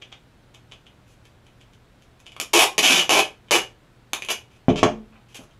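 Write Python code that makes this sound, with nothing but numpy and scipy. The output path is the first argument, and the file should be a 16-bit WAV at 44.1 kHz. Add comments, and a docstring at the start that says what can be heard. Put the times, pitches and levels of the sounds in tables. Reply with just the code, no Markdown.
"""In a small workshop, packing tape is drawn from a plastic hand dispenser over a workbench.
Fingers tap and rub the shell as they turn it. The tape unpeels by stick-slip friction, in rasping
pulls that excite the modes of shell and core, and snaps on the blade. The dispenser is set down
with two main knocks that ring the bench top, and the loose strip crinkles. Shelves return short
echoes; a faint rustle, room rumble and mains hum lie underneath."""
import sys
import numpy as np
from scipy import signal
from scipy.fft import rfft, irfft
from scipy.io import wavfile

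SR = 44100
rng = np.random.default_rng(int(sys.argv[2]) if len(sys.argv) > 2 else 0)


def output_pcm(signal):
    """Save a mono or channel-first signal as 16-bit PCM at the path in sys.argv[1].

    Samples are clipped to [-1, 1] before scaling.
    """
    pcm = np.clip(np.atleast_2d(signal).T, -1, 1) * 32767
    wavfile.write(sys.argv[1], SR, np.round(pcm).astype(np.int16))


N = 246519
TIME = np.arange(N) / SR
SIZE = 16384  # samples in a resonator's impulse response
HZ = np.maximum(np.arange(SIZE // 2 + 1) * SR / SIZE, 1)

# Noise spectrum of the room. Each row: frequency in Hz, relative density in dB.
ROOM_SPECTRUM = [(12, -58.5), (20, -4.5), (91, -5), (123, -3), (150, -7.5), (241, -10.5), (1260, -22),
                 (1440, -20.5), (1810, -24.5), (2820, -28), (3840, -31), (11100, -70)]
# Finger taps. Each row: start in seconds, level in dB, hardness from 0 (fingertip) to 1 (nail).
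FINGER_TAPS = [(.023, -16.5, .15), (.126, -17.5, 0.077), (.547, -24, 0.59), (.721, -17.5, 0.17),
               (.867, -27, .3), (1.254, -29.5, 0.88), (1.467, -31.5, 0.59), (1.613, -29, 0.62),
               (1.735, -34, .8), (2.023, -34, 1), (2.202, -30, 1), (2.266, -18.5, .45), (2.32, -23.5, 0.54),
               (3.485, -28, .1), (5.511, -37, 0.49)]
# Broad response of the roll in its plastic shell. Each row: frequency in Hz, relative gain in dB.
SHELL_SPECTRUM = [(30, -52), (100, -23.5), (200, -13.5), (600, -13.5), (1200, -19), (1500, -12),
                  (2050, -9.5), (2400, -5.5), (3050, -2.5), (4200, -15), (6400, -9), (9000, -21),
                  (10600, -14.5), (15000, -33)]
# Shell modes. Each row: frequency in Hz, level over the broad response in dB, T60 in seconds.
PLASTIC_MODES = [(1550, -2.5, 0.19), (1735, -2, 0.25), (2274, 2.5, 0.14), (2397, 3.5, 0.017),
                 (2550, 3, 0.13), (2530, -7.5, 0.059), (2868, 3, 0.16), (2972, 3, 0.097),
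                 (3630, -14.5, .11)]
# Core modes. Each row: frequency in Hz, level over the broad response in dB, T60 in seconds.
CARDBOARD_MODES = [(370, -4.5, .12), (625, -12.5, 0.079), (666, -23.5, 0.18), (835, -18, 0.15),
                   (1082, -3, .09)]
# Crinkles and rubs. Each row: start and length in seconds, then level, hollow body and treble in dB.
FILM_SCRAPES = [(1.07, 0.075, -67, -14, 9), (4.287, 0.021, -25.5, -7.5, -3.5), (4.302, .025, -27, -7, 8),
                (4.502, 0.073, -64, -4, -1), (5.125, 0.057, -59, -2.5, -26), (5.284, 0.05, -61, -24, 1),
                (5.345, 0.028, -42, -4, 5.5), (5.394, 0.049, -56, 15, 16)]
# Sharp cracks of tape. Each row: start in seconds, then level, hollow body and treble in dB.
TAPE_CRACKS = [(2.365, -14.5, 2, -5), (2.4, 1, -2, 10.5), (2.4134, -4, -1.5, 9), (3.53, -17, 1, -4),
               (3.543, -6, -12, 3.5), (3.555, 6.5, -1, 0.5), (4.1333, 5, -6, 1.5), (4.222, -5.5, -14, -8),
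               (4.249, -15.5, -5, 8)]
# Pulls of tape. Each row: start and length in seconds, level and final slackening in dB, slips per
# second, the strip's lowest and highest frequency in Hz, strip level and treble in dB.
TAPE_PULLS = [(2.5332, 0.11, -16, 5, 590, 328, 1020, 3, 4),
              (2.7806, 0.018, -18, 2.5, 510, 160, 1250, -8, -0.5),
              (2.828, .2, -18, 10.5, 660, 165, 1210, -9.5, -2.5),
              (3.0934, 0.11, -18.5, 0.1, 540, 326, 1096, -3.5, -3),
              (3.5096, 0.088, -21.5, 10, 330, 341.4, 1170, -5.5, -1.5)]
# Blows on the bench. Each row: start in seconds, level in dB, contact cut-off in Hz,
# rattle length in seconds, rattle level and rattle treble in dB.
BENCH_KNOCKS = [(4.6835, 16, 420, .027, -4.5, -10.5), (4.758, 2, 380, .036, -0.5, 1),
                (4.8301, 17.5, 1360, .006, 5, 4), (5.392, -17, 420, .02, -39, -2)]
# Dull thud of the bench top. 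Each row: frequency in Hz, relative gain in dB.
THUD_SPECTRUM = [(25, -9), (60, -9.5), (150, 1), (260, -6), (480, -2.5), (700, -1.5), (1100, -2),
                 (1450, -7), (2600, -3.5), (5000, -29.5), (12000, -32)]
# Bench top modes. Each row: frequency in Hz, level over the thud in dB, T60 in seconds.
BENCH_TOP_MODES = [(38, 12, 1.2), (150, -7.5, 0.35), (221, 9.5, 1.4), (265, 8.5, 0.062), (357, 7.5, 0.28),
                   (423, 8.5, 0.21), (466, 1.5, 0.35), (617.6, 6, 0.081), (680, 3, 0.057), (790, -6, 0.16),
                   (910, -23, 0.31), (1090, 4.5, 0.091), (1740, -6, 0.14)]


def amp(db):
    """Amplitude grows tenfold for every 20 dB."""
    return 10 ** (np.asarray(db) / 20)


def unit(response):
    """Normalisation: the energy, or sum of squares, becomes one."""
    return response / np.sqrt(np.sum(response ** 2))


def through(x, response):
    """Convolution passes a signal through a linear system."""
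    return signal.fftconvolve(x, response)[:len(x)]


def butter(x, hz, kind, order=2):
    """A Butterworth filter has a maximally flat passband."""
    return signal.sosfilt(signal.butter(order, hz, kind, fs=SR, output="sos"), x)


def add(track, start_s, sound):
    """Superposition: a sound adds linearly to the track."""
    i = max(int(start_s * SR), 0)
    track[i:i + len(sound)] += sound[:max(len(track) - i, 0)]


def outline(points):
    """A spectral envelope joins (Hz, dB) points along a logarithmic frequency axis."""
    hz, db = np.transpose(points)
    return amp(np.interp(np.log(HZ), np.log(hz), db))


def band(low_hz, high_hz, order=6):
    """Modal overlap: crowded, well damped modes merge into one band of gain."""
    return ((1 + (low_hz / HZ) ** (2 * order)) * (1 + (HZ / high_hz) ** (2 * order))) ** -.5


def ring(modes):
    """Resonance: each damped mode adds a narrow peak to a flat gain."""
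    peaks = sum(amp(db) / (1 + 2j * np.pi * (HZ - hz) * t60 / np.log(1000)) for hz, db, t60 in modes)
    return np.abs(1 + peaks)


def colour(gain):
    """Minimum phase: folding the cepstrum turns a gain curve into a causal impulse response."""
    cepstrum = irfft(np.log(gain))
    cepstrum[1:SIZE // 2] *= 2
    cepstrum[SIZE // 2 + 1:] = 0
    return unit(irfft(np.exp(rfft(cepstrum))))


def smear(decay_s, size=1024):
    """Diffusion: waves criss-cross a part before they leave it, making a brief colourless burst."""
    burst, fade = rng.standard_normal(size), np.exp(-TIME[:size] / decay_s)
    for _ in range(10):
        phase = np.angle(rfft(burst * fade))
        burst = irfft(np.exp(1j * phase))  # flatten the spectrum
    return unit(burst * fade)


def slips(length_s, rate, jitter, scatter_db):
    """Stick-slip friction gives uneven impulses of mean power 1; silence follows to ring into."""
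    chance = rng.standard_normal((SIZE // 16, 2))
    gaps = np.exp(jitter * chance[:, 0]) / rate
    when = np.cumsum(gaps) - gaps[0]
    live = when < length_s
    strengths = amp(scatter_db * np.clip(chance[live, 1], -2, 2))
    train = np.zeros(int(length_s * SR) + SIZE)
    np.add.at(train, (when[live] * SR).astype(int), strengths)
    return unit(train) * np.sqrt(length_s * SR)


def grains(length_s, rate):
    """Rough contact gives a run of tiny catches that push either way, with unit energy."""
    run = slips(length_s, rate, jitter=.7, scatter_db=4)
    return unit(run * rng.choice([-1, 1], len(run)))


def background(air_db=-55, hum_db=-58, hum_hz=119.5):
    """Stationary noise gives the room's rumble and hiss; the mains hum is a pure tone."""
    air = through(rng.standard_normal(N), colour(outline(ROOM_SPECTRUM)))
    return amp(air_db) * air + amp(hum_db) * np.sin(2 * np.pi * hum_hz * TIME)


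def rustle(level_db=-72, band_hz=(900, 5000)):
    """Friction of sleeves and fingers gives a faint, steady band of noise."""
    hiss = butter(rng.standard_normal(N), band_hz, "band", order=1)
    return hiss / hiss.std() * amp(level_db)


def hollow(db, low_hz=340, high_hz=1300):
    """Cavity resonance: the hollow inside of the roll lifts a band of middle frequencies."""
    return amp(db) * band(low_hz, high_hz, order=4)


def dispenser(body_gain, ping_db, treble_db, contact_hz=17000, shelf_hz=4000):
    """Impulse response: shell, thin lip and body add in power, and the contact shapes the treble."""
    lip = amp(ping_db) * band(low_hz=2950, high_hz=3500, order=14)
    broad = np.sqrt(outline(SHELL_SPECTRUM) ** 2 + lip ** 2 + body_gain ** 2)
    treble_shelf = amp(treble_db * HZ ** 4 / (HZ ** 4 + shelf_hz ** 4))
    contact = treble_shelf * band(1, contact_hz, order=4)
    response = colour(broad * contact * ring(PLASTIC_MODES + CARDBOARD_MODES))
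    return unit(through(response, smear(decay_s=.0022)))


def tapping(lead_s=.0069, skid_db=-3.5):
    """Contact hardness sets the spectrum: a fingertip rings the shell's lip, a nail ticks brightly."""
    out = np.zeros(N)
    for start, db, hardness in FINGER_TAPS:
        force = amp(skid_db) * grains(length_s=.026, rate=650)
        add(force, lead_s, np.ones(1))  # the finger lands during a brief skid
        ping_db = np.interp(hardness, [0, 1], [3.5, -5])
        treble_db = np.interp(hardness, [0, 1], [-8, 3.5])
        contact_hz = np.interp(hardness, [0, 1], [7800, 14000])
        shell = dispenser(hollow(db=-7), ping_db, treble_db, contact_hz)
        add(out, start - lead_s, amp(db) * through(force, shell))
    return out


def scraping(swell_db=3, ping_db=-6):
    """Crinkling film and rubbing fingers drive the shell with impulse trains that swell, then stop."""
    out = np.zeros(N)
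    for start, length, db, body_db, treble_db in FILM_SCRAPES:
        run = grains(length, rate=1300)
        progress = np.minimum(TIME[:len(run)] / length, 1)
        force = unit(run * amp(swell_db * progress)) * np.sqrt(length * SR)
        shell = dispenser(hollow(body_db), ping_db, treble_db)
        add(out, start, amp(db) * through(force, shell))
    return out


def cracking(crackle_db=-3.5, ping_db=-6):
    """Sudden release of tension: tape jumps free or parts on the blade with a snap and brief crackle."""
    out = np.zeros(N)
    for start, db, body_db, treble_db in TAPE_CRACKS:
        force = amp(crackle_db) * grains(length_s=.0019, rate=1800)
        force[0] = 1  # the snap
        shell = dispenser(hollow(body_db), ping_db, treble_db, contact_hz=16500)
        add(out, start, amp(db) * through(unit(force), shell))
    return out


def unpeeling(fizz_db=-5, fizz_hz=500, surge_db=.65, surge_hz=70, break_db=2.5, break_s=.012):
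    """Stick-slip: glue lets go in jerks, its threads fizz, and the taut strip radiates as a membrane."""
    grip_db = surge_db * np.interp(TIME * surge_hz, np.arange(N), rng.standard_normal(N))
    out = np.zeros(N)
    for start, length, db, slack_db, rate, low_hz, high_hz, strip_db, treble_db in TAPE_PULLS:
        jerks = slips(length, rate, jitter=.55, scatter_db=2)
        t = TIME[:len(jerks)]
        fizz_envelope = butter(jerks, fizz_hz, "low", order=1)
        fizz = unit(fizz_envelope * rng.standard_normal(len(t))) * np.sqrt(length * SR)
        onset_db = break_db * np.exp(-t / break_s)  # the glue first breaks free
        fade_db = slack_db * np.minimum(t / length, 1) ** 3.2  # holds, then gives way ever faster
        strength = amp(db + onset_db - fade_db + grip_db[int(start * SR):][:len(t)])
        force = (jerks + amp(fizz_db) * fizz) * strength
        strip = amp(strip_db) * band(low_hz, high_hz)
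        add(out, start, through(force, dispenser(strip, ping_db=-12, treble_db=treble_db)))
    return out


def knocking(bounce_s=.0115, bounce_loss_db=17):
    """Impact: the dispenser lands on an edge and tips flat; harder contact excites higher bench modes."""
    out = np.zeros(N)
    bench_top = colour(outline(THUD_SPECTRUM) * ring(BENCH_TOP_MODES))
    for start, db, contact_hz, *_ in BENCH_KNOCKS:
        blow = unit(butter(bench_top, contact_hz, "low"))
        for bounce in range(4):
            add(out, start + bounce * bounce_s, amp(db - bounce * bounce_loss_db) * blow)
    return butter(out, 30, "high")


def rattling(lag_s=.001406, ping_db=-4):
    """Secondary impacts: each blow on the bench rattles the roll in its shell."""
    out = np.zeros(N)
    for start, _, _, length, db, treble_db in BENCH_KNOCKS:
        shell = dispenser(hollow(db=-8), ping_db, treble_db, contact_hz=7400)
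        add(out, start + lag_s, amp(db) * through(grains(length, rate=1000), shell))
    return out


def echoes(t60_low_s=.26, t60_mid_s=.21, t60_high_s=.15, gap_s=.00029, build_s=.0014):
    """Scattering from cluttered shelves quickly builds a dense tail whose treble dies first."""
    t = TIME[:SR // 2]
    noise = rng.standard_normal(len(t))
    low, high = butter(noise, 460, "low", order=1), butter(noise, 6800, "high", order=1)
    bands = [(low, t60_low_s), (noise - low - high, t60_mid_s), (high, t60_high_s)]
    tail = sum(part * np.exp(-np.log(1000) * t / t60) for part, t60 in bands)
    return unit(tail * np.clip((t - gap_s) / build_s, 0, 1))


def workshop(direct, drift_hz=4):
    """Time-varying reverberation: as the hands move, one pattern of echoes gives way to another."""
    turn = 2 * np.pi * drift_hz * TIME
    return direct + through(direct * np.cos(turn), echoes()) + through(direct * np.sin(turn), echoes())


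def scene():
    """Superposition: the sounds at the bench, their echoes and the background sum in one channel."""
    sources = unpeeling() + tapping() + cracking() + scraping() + knocking() + rattling() + rustle()
    return (workshop(sources) + background())[None]


def record(dry, ceiling=1.15, top_hz=15500):
    """Soft saturation rounds the tallest peaks, and a steep low-pass limits the bandwidth."""
    rounded = ceiling * np.tanh(dry / ceiling)
    return signal.sosfilt(signal.ellip(8, .2, 70, top_hz, fs=SR, output="sos"), rounded)


dry = scene()
out = record(dry)
output_pcm(out)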